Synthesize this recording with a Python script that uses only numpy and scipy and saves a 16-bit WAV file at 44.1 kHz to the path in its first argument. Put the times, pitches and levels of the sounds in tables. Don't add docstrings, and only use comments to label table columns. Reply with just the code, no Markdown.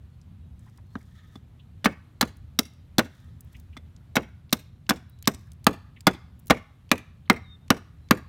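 import sys
import numpy as np
from scipy import signal
from scipy.fft import rfft, irfft, next_fast_len
from scipy.io import wavfile
from scipy.ndimage import uniform_filter1d, map_coordinates

SR = 44100
rng = np.random.default_rng(int(sys.argv[2]) if len(sys.argv) > 2 else 0)


def convert_level_to_amplitude(level_db):
    exponent = np.asarray(level_db, float) / 20
    return 10 ** exponent


def unload_wav(signal):
    wavfile.write(
        sys.argv[1],
        SR,
        np.round(np.clip(np.atleast_2d(signal).T, -1, 1) * 32767).astype(np.int16),
    )


N = 365148

# time in seconds, chip resonance in Hz, its lift in dB, level of the steel ring in dB.
CHIPS = [(.954, 1490, 0.6, -75), (1.356, 3600, 5.5, -46), (1.844, 1554, 6, -23.5), (2.21, 4140, 4.5, -28),
         (2.589, 5516, 4.5, -37.5), (2.9824, 4583, 0, -18), (3.7671, 2100, 4, -40.5),
         (4.155, 2113, 2, -32.5), (4.5257, 3680, 2.5, -29.5), (4.896, 5460, 2, -21),
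         (5.2739, 7010, 6, -39.5), (5.667, 2490, 4.5, -36.5), (6.0688, 2113, 4, -16.5),
         (6.5059, 1800, 2, -28), (6.9146, 2403, 10, -31.5), (7.2986, 2075, 10.5, -36.5),
         (7.7034, 2830, 4.5, -35.5), (8.109, 2343, 5, -39)]


def unit(x):
    return x / np.sqrt(np.mean(x ** 2) + 1e-20)


def along(points, hz):
    f, value = np.transpose(points)[:2]
    return np.interp(np.log(hz + 1), np.log(f + 1), value)


def wobble(rate):
    knots = rng.standard_normal(int(N * rate / SR) + 4)
    return map_coordinates(knots, [np.arange(N) * rate / SR])


def filtered(x, response):
    m = next_fast_len(len(x) + 8192)
    return irfft(rfft(x, m) * response(np.fft.rfftfreq(m, 1 / SR)), m)[:len(x)]


def noise(spectrum, size):
    return unit(filtered(rng.standard_normal(size), lambda hz: convert_level_to_amplitude(along(spectrum, hz))))


def dying(colour, decay, seconds, size):
    hz, t, z = signal.stft(rng.standard_normal(round(SR * seconds)), SR, nperseg=size)
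    level_db = along(colour, hz)[:, None] - 60 * t / along(decay, hz)[:, None]
    out = signal.istft(z * convert_level_to_amplitude(level_db), SR, nperseg=size)[1]
    return out / np.linalg.norm(out)


def patchy(x, depth_db):
    z = signal.stft(x, nperseg=256)[2]
    field = uniform_filter1d(rng.standard_normal(z.shape), size=3, axis=0)
    field = uniform_filter1d(field, size=12, axis=1)
    return unit(signal.istft(z * convert_level_to_amplitude(depth_db * unit(field)), nperseg=256)[1][:len(x)])


def add(track, s, sound):
    part = track[round(s * SR):][:len(sound)]
    part += sound[:len(part)]


def tilted(rows, slope_db, pivot_hz):
    return [(hz, db + slope_db * np.log2(hz / pivot_hz), *rest) for hz, db, *rest in rows]


def ring(modes, t, scatter_db, cycles, detune):
    hz, db, t60 = np.transpose(modes)[:, :, None]
    chance = rng.standard_normal((2, len(modes), 1))
    build_up = 1 - np.exp(-(t * hz / cycles) ** 2)
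    size = convert_level_to_amplitude(db + scatter_db * chance[0] - 60 * t / t60) * build_up
    return -np.sum(size * np.sin(2 * np.pi * hz * (1 + detune * chance[1]) * t), 0)


def chops():
    # time in seconds, then relative levels
    # of knock, thump and split in dB, and length of the split in ms.
    chop_rows = [(1.844, -18.5, -26.5, -31.5, 9), (1.8570, -4.5, -11, -32, 5.6),
                 (2.21, -10, -19.5, -16, 4.8), (2.2260, -14, -14.5, -32, 2.1),
                 (2.5890, -14.5, -15, -14.5, 3.5), (2.9825, -11, -8.5, -16.5, 2.2),
                 (2.9917, -7, -20.5, -24, 3.5), (4.1550, -18, -28.5, -26.5, 6.6),
                 (4.1660, -5, -11.5, -26.5, 2.2), (4.5262, -14, -13, -15.5, 5.5),
                 (4.8922, -13.5, -22, -21, 4.8), (4.8960, -29, -20.5, -18, 3), (4.906, -8, -13, -27.5, 2.7),
                 (5.2738, -10.5, -9.5, -15.5, 4), (5.6670, -2.5, -7.5, -11, 1.6),
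                 (6.0686, -5, -6.5, -14, 2.3), (6.075, -7.5, -6.5, -30.5, 3.5),
                 (6.4994, -13.5, -14.5, -25.5, 6), (6.5059, 0, -7.5, -25, 4.8),
                 (6.9147, -6, -9.5, -14.5, 2.5), (7.2987, -4, -6.5, -17, 1.8),
                 (7.7034, -4.5, -5.5, -12, 1.1), (8.1090, -3, -5, -11.5, 1.2)]
    tap_rows = [(0.954, -27, -23, -57, 1.5), (1.355, -41, -34.5, -54.5, 5.54),
                (3.7669, -37.5, -38.5, -44.5, 8.2)]
    contacts = [(*row, -0.98 + 0.1857 * row[-1]) for row in chop_rows]
    contacts += [(*row, -3.5) for row in tap_rows]
    out, t = np.zeros(N), np.arange(SR // 8) / SR
    for s, knock_db, thump_db, split_db, split_ms, hard_db in contacts:
        wood = convert_level_to_amplitude(knock_db) * knock(t, hard_db) + convert_level_to_amplitude(split_db) * tearing(t, split_ms, hard_db)
        blow = chip(wood, s) + convert_level_to_amplitude(thump_db) * thump(t)
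        add(out, s, blow)
        add(out, s, yard(blow))
    return out


def knock(t, hard_db):
    # pitch in Hz, level in dB,
    # time to fall by 60 dB in seconds.
    wood_modes = [(616, -10.5, 0.019), (673, -2.5, 0.036), (780, -1.5, 0.033), (1212, 6, 0.017),
                  (1442, -7.5, 0.049), (1623, 2, 0.018), (2195, -3, 0.012), (2930, -7.5, 0.018),
                  (4000, -4.5, 0.01), (5770, -9.5, 0.017)]
    # frequency in Hz, level in dB.
    body_colour = [(80, -13), (140, -1), (230, -8), (340, 0.5), (480, -6), (800, -4), (1500, -3),
                   (3000, -10), (7000, -26), (15000, -29.5)]
    # frequency in Hz, time to fall by 60 dB in seconds.
    body_decay = [(100, 0.36), (400, .08), (1500, 0.062), (5000, 0.04), (14000, 0.014)]
    rattle = dying(tilted(body_colour, hard_db, 800), body_decay, .13, size=128)[:len(t)]
    rattle *= 1 - np.exp(-t / 0.0008)
    modes = ring(tilted(wood_modes, hard_db, 1000), t, scatter_db=4, cycles=0.91, detune=0.03)
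    return convert_level_to_amplitude(-7) * modes + convert_level_to_amplitude(15.5) * rattle


def tearing(t, split_ms, hard_db):
    # frequency in Hz, level in dB per Hz.
    fibre_colour = [(880, -38), (1500, -22.5), (2130, -1.5), (2770, -12), (3850, 1.5), (5580, -5.5),
                    (10500, -14.5), (13600, -13), (15400, -17.5), (16500, -22.5)]
    seconds = split_ms / 1000
    shape = np.minimum(3 * t / seconds, 1) * convert_level_to_amplitude(-60 * np.maximum(t - seconds, 0) / 0.016)
    steps = np.repeat(rng.standard_normal(len(t) // 30 + 1), 30)[:len(t)]
    crackle = convert_level_to_amplitude(0.52 * steps)
    return shape * crackle * noise(tilted(fibre_colour, 2 * hard_db, 5000), size=len(t))


def thump(t):
    swing = t / .006
    return (swing * np.exp(1 - swing)) ** 5 * np.cos(2 * np.pi * 230 * (t - .0063))


def chip(x, s):
    _, hz, lift_db, _ = min(CHIPS, key=lambda row: abs(row[0] - s))
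    width = .1 * hz

    def resonance(f):
        return 1j * f * width / (hz * hz - f * f + 1j * f * width)

    return filtered(x, lambda f: 1 + (convert_level_to_amplitude(lift_db) - 1) * resonance(f))


def head():
    # pitch in Hz, level in dB,
    # time to fall by 60 dB in seconds.
    steel_modes = [(3460, 0, .045), (8400, -16, .03)]
    out, t = np.zeros(N), np.arange(SR // 8) / SR
    for s, _, _, steel_db in CHIPS:
        level = convert_level_to_amplitude(steel_db + 3 * wobble(250)[:len(t)])
        ping = level * ring(steel_modes, t, scatter_db=1.5, cycles=3, detune=.006)
        add(out, s, ping)
        add(out, s, yard(ping))
    return out


def yard(x):
    # frequency in Hz, time to fall by 60 dB in seconds.
    yard_decay = [(150, 0.22), (500, 0.29), (1200, 0.64), (2400, 0.41), (4000, .55), (7000, 0.36),
                  (14000, 0.29)]
    # frequency in Hz, level in dB.
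    yard_colour = [(150, -0.5), (500, 0.5), (1200, -3.5), (2400, 5), (4000, -4.5), (7000, 1), (14000, -3)]
    # frequency in Hz, time to fall by 60 dB in seconds.
    near_decay = [(200, 0.16), (2000, 0.045), (12000, 0.079)]
    # delay in seconds, level in dB,
    # time for the smear to fall by 60 dB in seconds.
    fence_echoes = [(.039, -34, .04), (.062, -32, 0.078)]
    flat = [(100, 0)]
    tail = convert_level_to_amplitude(-28) * dying(flat, yard_decay, .75, size=256)
    t = np.arange(len(tail)) / SR
    tail *= 1 - np.exp(-t / .03)
    add(tail, .008, convert_level_to_amplitude(-23) * dying(flat, near_decay, 0.27, size=128))
    for delay, db, t60 in fence_echoes:
        smear = convert_level_to_amplitude(-60 * t[:SR // 8] / t60)
        echo = rng.standard_normal(len(smear)) * smear / np.linalg.norm(smear)
        add(tail, delay, convert_level_to_amplitude(db) * echo)
    return filtered(signal.fftconvolve(x, tail), lambda f: convert_level_to_amplitude(along(yard_colour, f)))


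def puffs(events, rise, t60):
    out, t = np.zeros(N), np.arange(SR // 8) / SR
    for s, db, hz, octaves in events:
        band = lambda f: np.exp(-(np.log2((f + 1) / hz) / octaves) ** 2)
        puff = unit(filtered(rng.standard_normal(len(t)), band))
        add(out, s, convert_level_to_amplitude(db - 60 * t / t60) * (1 - np.exp(-(t / rise) ** 2)) * puff)
    return out


def ticks():
    # time in seconds, level in dB before the rise and fall, centre in Hz,
    # bandwidth in octaves.
    tick_rows = [(0.2144, -54.5, 5300, 0.67), (0.5932, -58, 7900, .52), (0.6974, -64, 6230, .75),
                 (0.7747, -54, 6030, 1.1), (1.0287, -61, 6680, .8), (2.3686, -55.5, 7900, 1.2),
                 (2.7354, -60.5, 5430, 1.2), (3.2434, -62, 5220, 1.3), (3.4069, -44.5, 9800, 1.05),
                 (3.446, -61, 14000, 1.06), (3.5296, -55.5, 10800, 2.8), (3.5984, -50.5, 9520, 3.1),
                 (3.9635, -53.5, 5000, .8), (4.494, -48, 3190, .6), (4.506, -55.5, 5000, 1.1),
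                 (4.517, -55, 4520, 1.2), (4.866, -49, 2974, 0.81), (5.0963, -56, 13140, .96),
                 (5.188, -57, 4800, 1.1), (5.225, -40.5, 6520, 2.5), (5.256, -41.5, 3210, 1.2),
                 (5.3462, -37, 5200, .91), (5.5177, -48, 5240, 1.1), (5.5324, -58.5, 8640, 0.96),
                 (5.643, -42.5, 5920, 1.3), (6.0067, -41.5, 4600, 1.4), (6.3925, -55.5, 13550, 1.23),
                 (6.3966, -54, 13070, 1.2), (6.4584, -55.5, 11690, 1.2), (6.4696, -42, 13190, 2.6),
                 (6.48, -44, 7940, 1.7), (6.892, -51, 2800, 1.3), (6.905, -50.5, 2990, 0.77),
                 (6.979, -44.5, 5980, 1.1), (7.277, -51.5, 1700, 0.97), (7.329, -43, 6500, 1.1),
                 (7.680, -49, 2600, 1.4), (8.087, -51, 2610, 1.3)]
    return puffs(tick_rows, rise=0.00045, t60=.017)


def scuffs():
    # time in seconds, level in dB before the rise and fall, centre in Hz,
    # bandwidth in octaves.
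    scuff_rows = [(0.662, -48.5, 925, .4), (0.672, -50.5, 1150, .95), (0.7775, -48.5, 1020, 1),
                  (1.0024, -55.5, 1920, .4), (1.5914, -48.5, 3170, .31), (3.5424, -41, 2500, 0.42),
                  (3.724, -49.5, 2600, 0.44), (4.0023, -57, 1544, .29), (5.2374, -44, 2900, 0.63),
                  (5.468, -52, 1610, 0.26), (5.9603, -40.5, 2390, 0.45), (6.1424, -43, 3470, 0.23),
                  (7.252, -55.5, 3400, .4)]
    return puffs(scuff_rows, rise=.0073, t60=0.061)


def rubbing():
    # start, rise and fall in seconds,
    # level of skin on wood in dB, level of cloth in dB.
    moves = [(.5, 0.14, 0.37, -74, -79), (.85, 0.12, 0.25, -69, -73.5), (.98, 0.21, .3, -64, -79),
             (1.25, .1, 0.086, -70, -74.5), (3.05, .09, 0.48, -66.5, -77), (3.4, 0.17, .12, -72, -73.5),
             (5.36, 0.023, 0.23, -87, -74.5)]
    # frequency in Hz, level in dB per Hz.
    rub_colour = [(650, -48), (1100, -38), (1250, 5.5), (1390, -13), (1810, 0.5), (2520, -22), (3600, -4.5),
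                  (4790, -25), (7000, -22), (9100, -56), (15400, -120)]
    # frequency in Hz, level in dB per Hz.
    cloth_colour = [(2500, -19), (5000, 6.5), (10000, -2.5), (15500, -6), (16500, -21.5)]
    crumbs_per_s, crumb_db = 45, 3.5
    t = np.arange(N) / SR
    shapes = [np.interp(t, [s, s + rise, s + rise + fall], [0, 1, 0]) ** 2 for s, rise, fall, *_ in moves]
    wood, cloth = convert_level_to_amplitude(np.array(moves)[:, 3:].T) @ shapes
    skin = convert_level_to_amplitude(2.4 * wobble(58)) * wood * patchy(noise(rub_colour, size=N), depth_db=2.0)
    starts = (rng.random(N) < crumbs_per_s / SR) * convert_level_to_amplitude(crumb_db + 4.7 * rng.standard_normal(N))
    crumbs = signal.fftconvolve(starts, convert_level_to_amplitude(-60 * t[:SR // 20] / .017))[:N]
    return skin + (convert_level_to_amplitude(2.4 * wobble(90)) + crumbs) * cloth * noise(cloth_colour, size=N)


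def bird():
    # start and length in seconds, first and last pitch in Hz, level in dB at the loudest.
    whistles = [(.07, 0.086, 4400, 4340, -82), (.37, 0.094, 3750, 3780, -79), (.85, 0.103, 4150, 4290, -74),
                (5.078, .07, 3860, 3870, -70), (5.14, 0.091, 3860, 3845, -72),
                (7.427, .135, 3760, 3620, -54.5), (7.97, .11, 4000, 4040, -75)]
    scoop_hz, scoop_s = 190, .022
    swell_db = 13.5
    echo_s, echo_db = .11, -21
    out = np.zeros(N)
    for s, length, first_hz, last_hz, db in whistles:
        u = np.linspace(0, 1, round(length * SR))
        hz = first_hz + (last_hz - first_hz) * u
        hz += scoop_hz * np.exp(-u * length / scoop_s) + 45 * wobble(32)[:len(u)]
        edges = np.minimum(np.minimum(u, 1 - u) * length / .006, 1)
        level = edges * convert_level_to_amplitude(db - swell_db * (1 - u) + 1.9 * wobble(68)[:len(u)])
        call = np.sqrt(2) * level * np.sin(2 * np.pi * np.cumsum(hz) / SR)
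        add(out, s, call)
        add(out, s + echo_s, convert_level_to_amplitude(echo_db) * call)
    return out


def traffic():
    # time in seconds, level in dB.
    traffic_level = [(0.0, -47.5), (0.3, -44), (0.9, -44.5), (1.75, -46.5), (2.119, -48), (2.44, -42.5),
                     (2.6, -47), (3.15, -48.5), (3.3, -41.5), (3.45, -45.5), (4.2, -46), (4.9, -47.5),
                     (5.44, -44.5), (6.1, -47), (6.45, -45), (6.68, -51.5), (7.31, -44), (7.95, -48.5),
                     (8.28, -45)]
    # frequency in Hz, level in dB per Hz.
    rumble_colour = [(12, -44), (20, -21), (80, 0.5), (140, -10), (198, -17), (248, -21), (282, -44.5),
                     (400, -40.5), (520, -75), (880, -120)]
    level_db = np.interp(np.arange(N) / SR, *np.transpose(traffic_level))
    return convert_level_to_amplitude(level_db + 0.67 * wobble(22.0)) * noise(rumble_colour, size=N)


def air():
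    # frequency in Hz, level in dB per Hz.
    air_colour = [(150, -29), (250, -4), (410, -15.5), (840, -19.5), (1720, -24.5), (3800, -28.5),
                  (5000, -36), (13600, -43), (16500, -54)]
    return convert_level_to_amplitude(-66.5 + wobble(1.5)) * patchy(noise(air_colour, size=N), depth_db=1.0)


def scene():
    work = chops() + head() + ticks() + scuffs() + rubbing()
    return (work + bird() + traffic() + air())[None]


def low_pass(x):
    return signal.sosfilt(signal.butter(12, 17160, fs=SR, output="sos"), x)


def record(dry):
    clipped = dry[0] / (1 + np.abs(dry[0] / 0.67) ** 5) ** (1 / 5)

    def colour(hz):
        bass_cut = hz ** 2 / (hz ** 2 + 45 ** 2)
        treble_lift = 1 + .5 * (hz / 12000) ** 2
        return treble_lift * bass_cut / (1 + (hz / 16500) ** 90)

    return low_pass(filtered(clipped, colour)[None])


dry = scene()
out = record(dry)
unload_wav(out)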